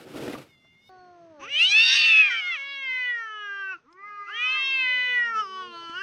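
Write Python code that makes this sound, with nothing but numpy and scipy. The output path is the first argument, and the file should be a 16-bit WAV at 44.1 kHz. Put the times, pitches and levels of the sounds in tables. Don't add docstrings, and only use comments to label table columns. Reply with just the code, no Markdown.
import sys
import numpy as np
from scipy import signal
from scipy.fft import rfft, irfft
from scipy.io import wavfile
from scipy.ndimage import uniform_filter1d, minimum_filter1d

SR = 44100
rng = np.random.default_rng(int(sys.argv[2]) if len(sys.argv) > 2 else 0)


def wav_record(signal):
    frames = np.transpose(np.atleast_2d(signal))
    bounded = np.clip(frames, -1, 1)
    quanta = np.round(bounded * 32767).astype(np.int16)
    wavfile.write(sys.argv[1], SR, quanta)


def makeup_ratio(level_db):
    decades = np.asarray(level_db, float) / 20
    return 10 ** decades


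N = 265482
YARD_S = 0.892
SHELF_HZ = 6550

# start_s, rasp_db
HUFF = [
    (0.0, -48),
    (0.126, -44.5),
    (0.16, -36.5),
    (0.284, -35),
    (0.306, -38),
    (0.346, -38.5),
    (0.422, -45.5),
    (0.482, -65),
    (0.52, -67),
]


def rms_one(x):
    return x / np.sqrt(np.mean(x ** 2) + 1e-20)


def at_hz(points, hz):
    return np.interp(np.log(hz), np.log(np.array(points)[:, 0]), np.array(points)[:, 1])


def in_time(rows):
    s, *columns = np.transpose(rows)
    return [np.interp(np.arange(N) / SR, s, c) for c in columns]


def drift(rate_hz, size):
    r = np.exp(-2 * np.pi * rate_hz / SR)
    return rms_one(signal.lfilter([1], [1, -2 * r, r * r], rng.standard_normal(size + 9000))[9000:])


def coloured(x, spectrum):
    hz = np.maximum(np.fft.rfftfreq(N, 1 / SR), 1)
    return rms_one(irfft(rfft(x) * makeup_ratio(at_hz(spectrum, hz)), N))


def resonate(x, hz, width_hz):
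    r = np.exp(-np.pi * width_hz / SR)
    b = [(1 - r * r) / 2, 0, (r * r - 1) / 2]
    a = [1, -2 * r * np.cos(2 * np.pi * hz / SR), r * r]
    return signal.lfilter(b, a, x + 1e-18)


def bump(hz, centre_hz, width_hz, db):
    return makeup_ratio(db) / (1 + (2 * (hz - centre_hz) / width_hz) ** 2)


def near_cat():
    # start_s, pitch_hz, level_db, mouth_hz
    onset = [
        (1.392, 270.6, -49.5, 1070),
        (1.438, 382.4, -34, 1000),
        (1.47, 451.5, -41, 1100),
    ]
    rise = [(1.5, 547, -35, 2730), (1.56, 596, -22, 2570), (1.59, 639, -20.5, 2690),
            (1.612, 670.4, -12.5, 2620), (1.635, 708, -13.5, 2750), (1.66, 747, -16, 2930),
            (1.685, 776, -21.5, 3000), (1.72, 813.6, -16.5, 2582), (1.745, 843, -14.5, 2585),
            (1.77, 878.8, -11, 2590), (1.825, 905.6, -15.5, 2690), (1.845, 921, -16, 2663),
            (1.86, 923, -18, 2620)]
    peak = [
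        (1.9, 922, -20, 2554),
        (1.95, 927, -19.5, 2448),
        (2.02, 905, -17.5, 2710),
        (2.078, 900, -16.5, 2550),
        (2.115, 886.7, -14, 2661),
        (2.15, 859, -16.5, 2616),
        (2.212, 858, -9.5, 2400),
        (2.228, 832, -17.5, 2400),
        (2.265, 805, -19, 2380),
        (2.3, 785.6, -25.5, 2430),
    ]
    slump = [
        (2.39, 775, -25, 2546),
        (2.42, 723, -30.5, 2040),
        (2.488, 713.5, -25.5, 1944),
        (2.546, 662, -27, 2437),
    ]
    fall = [
        (2.576, 549.2, -34, 2120),
        (2.72, 558, -32.5, 2080),
        (2.8, 548, -34.5, 2005),
        (2.9, 516, -24.5, 2107),
        (2.996, 505.5, -25, 2194),
        (3.1, 488.7, -25.5, 2053),
        (3.2, 460.3, -30, 1648),
    ]
    fade = [
        (3.292, 434.7, -34.5, 1547),
        (3.4, 420, -35, 1465),
        (3.5, 400, -30, 1530),
        (3.6, 395.4, -31, 1476),
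        (3.7, 380, -30, 1500),
        (3.728, 376, -31, 1307),
        (3.754, 340, -37.5, 1310),
        (3.78, 319, -65.5, 1387),
    ]
    restart = [
        (4.25, 316.5, -51, 1256),
        (4.284, 339.3, -33, 1390),
        (4.304, 397.2, -35.5, 1380),
    ]
    swell = [
        (4.348, 454, -31.5, 1930),
        (4.39, 476, -28, 2180),
        (4.436, 497, -23, 2360),
        (4.526, 522, -22.5, 2470),
    ]
    again = [
        (4.6, 533.2, -23, 2535),
        (4.692, 537, -24.5, 2580),
        (4.776, 528.3, -23, 2480),
        (4.866, 505.3, -21.5, 2198),
        (5.122, 496, -22.5, 2130),
        (5.186, 487, -19, 2026),
        (5.324, 455.2, -29, 1550),
    ]
    mutter = [
        (5.366, 434.3, -22.5, 1320),
        (5.402, 435, -21.5, 1310),
        (5.43, 409.8, -31.5, 1150),
        (5.466, 381.6, -35, 1159),
        (5.61, 374.4, -32.5, 1214),
        (5.698, 349, -43, 1160),
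        (5.762, 338.6, -37.5, 1160),
        (5.926, 334, -35, 1201),
        (6.02, 398.4, -25.5, 1527),
    ]
    # hz, db
    head, turned_head = [(400, -16), (800, -21), (1000, -14), (1200, -5), (2000, -1), (3500, -3),
                         (5000, -5), (6400, -7), (9000, -8), (11000, -16), (15000, -38)], [(400, -8), (750, -11.5), (1000, -10.5), (1200, -4), (2000, -3),
                                            (3500, -1), (5000, -4.5), (6400, -4), (9000, -5.5),
                                            (11000, -13.5), (15000, -38.5)]
    scream = near_phrase(onset, tilt_db=-5.5, rough=0.24, chest_db=-46.5)
    scream += near_phrase(rise, tilt_db=1.3, rough=0.13, chest_db=-50.5)
    scream += near_phrase(peak, tilt_db=-0.8, rough=0.16, chest_db=-54.5)
    scream += near_phrase(slump, tilt_db=-9.5, rough=0.12, chest_db=-59.0)
    scream += near_phrase(fall, tilt_db=-8.5, rough=0.016, chest_db=-57.0)
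    scream += near_phrase(fade, tilt_db=-10.0, rough=0.012, chest_db=-52.5)
    later = near_phrase(restart, tilt_db=-4, rough=0.026, chest_db=-56.5)
    later += near_phrase(swell, tilt_db=-7.0, rough=0.065, chest_db=-60.0)
    later += near_phrase(again, tilt_db=-8.0, rough=0.0083, chest_db=-57.5)
    later += near_phrase(mutter, tilt_db=-2.5, rough=0.035, chest_db=-47)
    first = voice(scream, head, mouth_db=25.5, width_hz=277, flutter_db=1.0, fade_s=(0.005, 0.012), tract=True)
    second = voice(later, turned_head, mouth_db=30, width_hz=297, flutter_db=1.0, fade_s=(0.03, 0.001),
                   tract=True)
    return first + second


def near_phrase(rows, tilt_db, rough, chest_db):
    break_hz, break_span_hz = 620, 340
    chaos_s, chaos_width_s, chaos_rough = 1.95, 0.13, 0.51
    s, pitch, level_db, mouth = np.transpose(rows)
    same = np.ones(len(s))
    strain = np.clip((pitch - break_hz) / break_span_hz, 0, 1) ** 2
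    chaos = chaos_rough * np.exp(-((s - chaos_s) / chaos_width_s) ** 2)
    idle_throat = mouth
    return list(zip(s, pitch, level_db, mouth, idle_throat, tilt_db * same,
                    rough * (1 + strain) + chaos, chest_db * same))


def voice(rows, head, mouth_db, width_hz, flutter_db, fade_s, throat_db=0, order=0, tract=False):
    # start_s, throat_hz, lift_db, width_hz
    throat_path = [(1.438, 2680, 13, 340.0), (1.5, 2580, 24.5, 870.0), (1.56, 2770, 34, 527),
                   (1.628, 4110, 7.5, 193), (1.685, 3500, 17.5, 1420), (1.72, 3400, 15, 1400.0),
                   (1.77, 3240, 11.5, 1400.0), (1.83, 3930, 19.5, 800.0), (1.9, 4036, 19.5, 800.0),
                   (1.95, 3830, 12, 1088), (2.02, 3830, 34, 645.6), (2.078, 3668, 14.5, 210.0),
                   (2.15, 3190, 32.5, 197), (2.21, 2580, 38.5, 420.0), (2.3, 2627, 33, 1254),
                   (2.386, 2780.0, 27, 624), (2.496, 3390, 25.5, 199), (2.546, 2735, 23, 1370),
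                   (2.63, 2864, 19, 1400.0), (2.72, 3314, 22.5, 1460), (2.8, 3050, 25, 1405),
                   (2.9, 2970, 19, 980.0), (2.996, 2920.0, 7, 200.0), (3.1, 3160.0, 24.5, 293),
                   (3.2, 2960, 8.5, 200.0), (3.292, 3040, 14.5, 251), (3.4, 3020, 24.5, 250.0),
                   (3.5, 2963, 17, 300.0), (3.6, 3010.0, 26.5, 209.3), (3.7, 2690, 25, 205),
                   (4.304, 2660.0, 19, 202.8), (4.348, 3090, 38, 230.0), (4.436, 3070, 14.5, 537),
                   (4.526, 2990, 19.5, 310.0), (4.692, 3380, 23, 1250.0), (4.776, 2850, 16.5, 965),
                   (4.866, 2755, 25.5, 353), (5, 3086, 19, 200.0), (5.122, 3152, 24.5, 230.0),
                   (5.186, 3000, 8, 203), (5.26, 2800, 13.5, 200.0), (5.324, 2360, 11, 199),
                   (5.398, 3030, 15, 200.0), (5.466, 2930, 13.5, 200.0), (5.61, 3170, 21.5, 210.0),
                   (5.698, 2920, 25, 293.2), (5.762, 2935, 19, 200.0), (5.85, 3010, 17.5, 203),
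                   (5.926, 3020, 19, 200.0), (5.98, 2890, 23.5, 203)]
    # start_s, upper_hz, lift_db, notch_hz
    upper_path = [(1.438, 6020, 14.5, 4310.0), (1.5, 5760, 11.5, 4270), (1.56, 5930, 7, 5410.0),
                  (1.628, 5730.0, -10.5, 6100), (1.685, 5730.0, 0.5, 4760), (1.72, 5720.0, 8, 4550),
                  (1.77, 5530.0, -1, 5830), (1.83, 5250, 5, 6300.0), (1.9, 5530, 10, 6440),
                  (1.95, 5520.0, 0.5, 3610), (2.02, 4560.0, 1.5, 3708), (2.078, 4640, 2.5, 3740),
                  (2.15, 4500.0, 0, 4270.0), (2.21, 4500.0, -6, 4500), (2.3, 5500, 6, 4050),
                  (2.386, 5040, 27, 3950.0), (2.496, 4530, 14, 5000), (2.546, 5970, 11.5, 4740.0),
                  (2.63, 5850, 21, 5550), (2.72, 4720, 20, 5240), (2.8, 6240.0, 12, 5120.0),
                  (2.9, 4215, 6, 3620), (2.996, 4180, 2.5, 5100), (3.1, 4670.0, -6, 4830),
                  (3.2, 5690, 1.5, 3710), (3.292, 6090, 7, 3357), (3.4, 5690, 9, 5070),
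                  (3.5, 5870, 7.5, 3680), (3.6, 5430, 6.5, 3600.0), (3.7, 5590, 7, 3460.0),
                  (4.304, 5330, -15.5, 3590.0), (4.348, 5950, 8, 3600), (4.436, 6120, 4, 4870.0),
                  (4.526, 4220, 14.5, 4670), (4.692, 5670, 19, 4760), (4.776, 4160, 9, 6270),
                  (4.866, 4060, 4, 5514), (5, 4080, 6.5, 5460.0), (5.122, 3940, 0, 4960.0),
                  (5.186, 5130, -8, 4890.0), (5.26, 5380, 15.5, 4730.0), (5.324, 5540, 3, 3560.0),
                  (5.41, 5400, 11.5, 4030), (5.466, 5130, 20, 4400), (5.61, 4980, 13, 4840),
                  (5.698, 4260, 14, 3830), (5.762, 4310.0, 16, 5830), (5.85, 4500, 15, 3800),
                  (5.926, 4420, 7, 3700.0), (5.98, 5010, 6, 3840)]
    # start_s, second_hz, share (0-1)
    second_voice = [
        (1.7, 250.6, 0.14),
        (1.8, 251, 0),
        (1.88, 250.3, 0.3),
        (2.0, 249.8, 0.8),
        (2.08, 256.5, 0.26),
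        (2.18, 249, 0),
        (2.28, 274.5, 0.2),
        (2.37, 190, 0.3),
        (2.47, 189.6, 0.03),
    ]
    s, *columns = np.transpose(rows)
    at = np.arange(round(s[0] * SR), min(round(s[-1] * SR), N))
    curves = [np.interp(at / SR, s, c) for c in columns]
    pitch, level_db, mouth, throat, tilt, rough, *more = [
        uniform_filter1d(c, size=900, mode="nearest") for c in curves]
    rough = rough + 0.008 * np.abs(np.gradient(np.log(pitch))) * SR

    jittered_hz = pitch * (1 + 0.001 * drift(25, len(at)))
    turn = 2 * np.pi * np.cumsum(jittered_hz) / SR + 0.35 * rough * drift(120, len(at))

    coarse = slice(None, None, 64)
    multiples = np.arange(1, 41)
    hz = multiples[:, None] * pitch[coarse]
    lift = 0.5 + bump(hz, mouth[coarse], width_hz, mouth_db)
    if tract:
        throat, throat_db, throat_width_hz, upper_hz, upper_db, notch_hz = [
            c[at][coarse] for c in in_time(throat_path) + in_time(upper_path)]
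        lift = lift + bump(hz, throat, throat_width_hz, throat_db) + bump(hz, upper_hz, 300, upper_db)
        lift = lift / (1 + bump(hz, notch_hz, 230, 10))
    else:
        lift = lift + bump(hz, throat[coarse], width_hz, throat_db)
    gains = lift * makeup_ratio(at_hz(head, hz) + tilt[coarse] * np.log2(hz / 1000)) * (hz < 15500)
    if order:
        gains = gains / gains[order - 1]
    else:
        gains = gains / np.sqrt(((gains * (hz < SHELF_HZ)) ** 2).sum(axis=0))
    if more:
        gains[0] = makeup_ratio(more[0] - level_db)[coarse]

    wobble = uniform_filter1d(rng.standard_normal(gains.shape), size=40)
    flutter_db = flutter_db * (1 + 1.2 * np.clip(rough[coarse], 0, 1))
    gains = gains * makeup_ratio(flutter_db * np.clip(rms_one(wobble), -1.6, 1.6))
    chest, *upper = [np.interp(at, at[coarse], g) * np.sin(k * turn + k * k * 0.23)
                     for k, g in zip(multiples, gains)]

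    shake = np.clip(rough, 0, 1) * (drift(240, len(at)) + (0.2 + rough / 3) * drift(1500, len(at)))
    if tract:
        second_hz, share = [c[at] for c in in_time(second_voice)]
        second_turn = 2 * np.pi * np.cumsum(second_hz * (1 + 0.03 * drift(30, len(at)))) / SR
        shake = shake + 2 * np.clip(share, 0, 1) * np.sin(second_turn)
    rasp_floor = signal.butter(4, 1320, "high", fs=SR, output="sos")
    rasp = signal.sosfilt(rasp_floor, sum(upper) * np.tanh(shake))

    fade = np.clip(np.minimum((at - at[0]) / fade_s[0], (at[-1] - at) / fade_s[1]) / SR, 0, 1)
    folds = chest * (1 + 0.9 * np.tanh(shake)) + sum(upper) + rasp
    out = np.zeros(N)
    out[at] = np.sqrt(2) * makeup_ratio(level_db) * folds * fade
    return out


def far_cat():
    # start_s, pitch_hz, level_db (of the clearest partial), tilt_db_per_octave
    first_call = [
        (0.892, 375.8, -47.5, 8),
        (1.152, 351, -49, 6.5),
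        (1.3, 326.3, -48, 0.5),
        (1.416, 272, -46, 4.5),
        (1.56, 291, -66, -4),
    ]
    second_call = [(1.66, 375, -70, -10), (1.7, 406.5, -53.5, -16.5), (1.82, 472.4, -45.5, -10),
                   (1.922, 523.7, -33, 9), (1.976, 600.6, -40.5, 12.5), (2.038, 622, -39.5, 8.5),
                   (2.124, 663.4, -38.5, 15), (2.218, 647.7, -43.5, 4.5), (2.285, 593, -36.5, 3),
                   (2.305, 495, -26.5, 17.5), (2.35, 457, -33, 16.5)]
    sigh = [
        (2.42, 420.3, -48.5, 16.5),
        (2.62, 337.7, -62, 18),
        (2.799, 292.6, -69, -7.5),
        (2.95, 229, -70, 17.5),
    ]
    third_call = [
        (3.83, 210.9, -62, -18),
        (3.844, 223.8, -57, -21.5),
        (3.906, 335.7, -56, -15),
        (3.998, 393.5, -59, -6.5),
        (4.07, 415.7, -58.5, -2.2),
        (4.25, 406.7, -58, -3),
        (4.34, 407.4, -56, -2.5),
        (4.448, 421.9, -62, 0.5),
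        (4.55, 415.2, -57, 0.5),
        (4.72, 349.4, -54, -12.5),
    ]
    tail = [
        (4.9, 290.8, -60.5, -12.5),
        (5.172, 235, -60.5, -14),
        (5.506, 216.9, -57, -23),
        (5.672, 234.7, -56, -18),
        (5.88, 209, -66, -10.5),
    ]
    # hz, db
    shut_head, cry_head, open_head = [(350, 21), (750, 11), (1500, 0), (2200, -26.5), (4000, -41.5),
                                      (8000, -65)], [(400, -3), (950, -10), (1450, 0), (2200, -8),
                                                         (3000, -24), (7000, -48), (12000, -85)], [(200, -17), (450, 1),
                                                                           (800, -10.5), (1200, -0.5),
                                                                           (2000, -7), (2700, -2),
                                                                           (3500, -14.5), (4800, -5),
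                                                                           (6000, -9.5), (12000, -51.5)]
    low = held_phrase(first_call, 655, 4380, 0.057)
    cry = held_phrase(second_call, 1332, 1900, 0.033, -59.5) + held_phrase(sigh, 950, 3180, 0.05, -62.0)
    moan = held_phrase(third_call, 1283, 1990, 0.016) + held_phrase(tail, 700, 800, 0.043)
    first = voice(low, shut_head, mouth_db=4, throat_db=21, width_hz=190, flutter_db=0.7,
                  fade_s=(0.001, 0.05), order=2)
    second = voice(cry, cry_head, mouth_db=15, throat_db=12, width_hz=500, flutter_db=1.5,
                   fade_s=(0.05, 0.03), order=3)
    third = voice(moan, open_head, mouth_db=24.0, throat_db=23.0, width_hz=328, flutter_db=4.0,
                  fade_s=(0.02, 0.05), order=1)
    return first + second + third


def held_phrase(rows, mouth_hz, throat_hz, rough, *chest_db):
    return [(s, pitch, level_db, mouth_hz, throat_hz, tilt_db, rough, *chest_db)
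            for s, pitch, level_db, tilt_db in rows]


def door_cat():
    # hz, width_hz, level_db
    rasp_rings = [(149.5, 37, 6.5), (266, 294, 17), (454, 34, 4), (596, 16, -12), (980, 140, -34)]
    # hz, db_per_hz
    hiss_colour = [(410, -21), (700, -2.5), (1030, -6), (1360, -0.5), (1760, -6.5), (2370, -4.5),
                   (5210, -13), (5640, -14.5), (6250, -17), (12600, -20.5), (15500, -26)]
    # start_s, pitch_hz, level_db, tilt_db_per_octave
    whine_path = [
        (0.46, 750, -63.5, 12),
        (0.568, 694, -63, 1.5),
        (0.758, 703, -64.5, 0),
        (0.896, 737, -61, 14),
    ]
    # hz, db
    whine_head = [(1400, -11), (2100, -5), (2800, 3), (3500, -6), (4200, -9), (5000, 0), (6500, -6),
                  (8000, -17), (12000, -26)]
    t = np.arange(N) / SR
    rasp_db, = in_time(HUFF)
    hiss_db = -44.5 + 0.87 * (rasp_db + 35.5)
    pulses = (rng.random(N) < 900 / SR) * makeup_ratio(1.16 * rng.exponential(1, N)) * rng.choice([-1, 1], N)
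    rasp = sum(makeup_ratio(db) * rms_one(resonate(resonate(pulses, hz, width), hz, 210))
               for hz, width, db in rasp_rings)
    hiss = coloured(rng.standard_normal(N), hiss_colour) * makeup_ratio(2.2 * drift(14, N) + 1.2 * drift(60, N))
    ends = np.clip((HUFF[-1][0] - t) / 0.018, 0, 1)
    huff = ends * (makeup_ratio(rasp_db) * rms_one(rasp) + makeup_ratio(hiss_db + 0.5) * hiss)
    whine = voice(held_phrase(whine_path, 2170, 3640, 0.19), whine_head, mouth_db=22, throat_db=24,
                  width_hz=380, flutter_db=3.0, fade_s=(0.04, 0.003))
    doorway_air = makeup_ratio(-77) * hiss * (t < YARD_S)
    return huff + whine + doorway_air


def ticks():
    # start_s, peak_db, ring_hz, t60_s, noise_top_hz
    contacts = [
        (0.149, -37, 447, 0.057, 900),
        (0.278, -30, 620, 0.044, 2670),
        (0.333, -38.5, 2010, 0.058, 2980),
        (0.351, -33, 1163, 0.051, 2000),
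        (0.647, -57.5, 660, 0.074, 1200),
        (2.92, -58, 1218, 0.13, 1500),
        (3.927, -52, 5200, 0.022, 6300),
        (5.896, -39, 307, 0.027, 4940),
    ]
    out = np.zeros(N)
    for s, peak_db, hz, t60, top_hz in contacts:
        start = round(s * SR)
        after = np.arange(min(3000, N - start)) / SR
        low_pass = signal.butter(4, top_hz, fs=SR, output="sos")
        puff = rms_one(signal.sosfilt(low_pass, rng.standard_normal(3000)))[:len(after)]
        shape = np.minimum(after / 0.00043, 1) * makeup_ratio(peak_db - 60 * after / max(t60, 0.005))
        out[start:][:3000] += shape * (np.sin(2 * np.pi * hz * after) + 0.6 * puff)
    return out


def air(near):
    # hz, db_per_hz
    rumble_colour, still_colour, breath_colour = [(20, -49.5), (40, -19.5), (100, -1.5), (200, -7),
                                                  (350, -14.5), (700, -30), (3000, -97.5)], [(100, -7), (250, -3), (550, -7),
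                                                                  (1200, -13), (2500, -22), (4500, -30.5),
                                                                  (6500, -29), (16000, -60.5)], [(100, -19), (250, -16),
                                                                                     (650, -10.5),
                                                                                     (1200, -6),
                                                                                     (2500, -22),
                                                                                     (4500, -22.5),
                                                                                     (6500, -26),
                                                                                     (16000, -41.5)]
    duck_s, duck_db = 1.8, 6.5
    deepest_s, deepest_db, recover_db_per_s = 2, 21, 5
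    t = np.arange(N) / SR
    ducked_db = np.interp(t, [duck_s - 0.01, duck_s + 0.01, deepest_s], [0, duck_db, deepest_db])
    ducked_db = ducked_db - recover_db_per_s * np.maximum(t - deepest_s, 0)

    shaken = makeup_ratio(in_time(HUFF)[0] - 27) * (t < YARD_S)
    rumble = (makeup_ratio(-60.5 - ducked_db) + shaken) * makeup_ratio(0.6 * drift(6.0, N))
    rumble = rumble * coloured(rng.standard_normal(N), rumble_colour)

    still_db = np.where(t < YARD_S, -70, -59 - 0.47 * ducked_db)
    still = makeup_ratio(still_db) * coloured(rng.standard_normal(N), still_colour)

    yowl_db = 10 * np.log10(uniform_filter1d(near ** 2, size=4000) + 1e-12)
    breath_db = -54 + 0.46 * (yowl_db + 14.5)
    breath = makeup_ratio(breath_db) * coloured(rng.standard_normal(N), breath_colour)
    return rumble + (still + breath) * makeup_ratio(0.77 * drift(21, N))


def yard(x, t60):
    after = np.arange(SR // 4) / SR
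    echo = rng.standard_normal(len(after)) * makeup_ratio(-60 * after / t60) * (after > 0.008)
    return signal.fftconvolve(x, echo / np.sqrt(np.sum(echo ** 2)))[:N]


def scene():
    # hz, db
    microphone = [(20, -8.5), (200, -7), (6500, 0.5), (6650, -20.5), (7800, -7.5), (10000, -15),
                  (16000, -38)]
    near = near_cat()
    cats = near + far_cat()
    outside = cats + makeup_ratio(-20) * yard(cats, t60=0.22) + air(near)
    hz = np.maximum(np.fft.rfftfreq(N, 1 / SR), 1)
    heard = irfft(rfft(outside) * makeup_ratio(at_hz(microphone, hz)), N)
    return (heard + door_cat() + ticks())[None]


def copy_up(frames):
    edge, copy_bins = round(SHELF_HZ * 1536 / SR), 192

    def outline(part):
        power = uniform_filter1d(np.abs(part) ** 2, size=30, axis=1)
        return np.sqrt(uniform_filter1d(power, size=3, axis=2) + 1e-16)

    bins = np.arange(edge, frames.shape[1])
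    source = frames[:, edge - copy_bins + (bins - edge) % copy_bins]
    top = source / outline(source) * outline(frames[:, edge:])
    return np.concatenate([frames[:, :edge], top], axis=1)


def thin_out(x, margin_db, depth_db, scatter_db):
    frames = copy_up(signal.stft(x, nperseg=1536, noverlap=1152)[2])
    level_db = 20 * np.log10(np.abs(frames) + 1e-9)
    masker_db = -minimum_filter1d(-level_db, size=25, axis=1)
    local_db = uniform_filter1d(uniform_filter1d(level_db, size=3, axis=1), size=5, axis=2)
    patches = uniform_filter1d(rng.standard_normal(frames.shape), size=6, axis=1)
    patches = rms_one(uniform_filter1d(patches, size=15, axis=2))
    under = (masker_db - local_db - margin_db + scatter_db * patches) / 0.42
    thinned = frames * makeup_ratio(-depth_db / (1 + np.exp(-under)))
    return signal.istft(thinned, nperseg=1536, noverlap=1152)[1][:, :N]


def roll_off(x):
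    return signal.sosfilt(signal.butter(12, 15630, fs=SR, output="sos"), x)


def record(dry):
    thinned = thin_out(dry, margin_db=27.5, depth_db=22, scatter_db=9)
    return roll_off(thinned)


dry = scene()
out = record(dry)
wav_record(out)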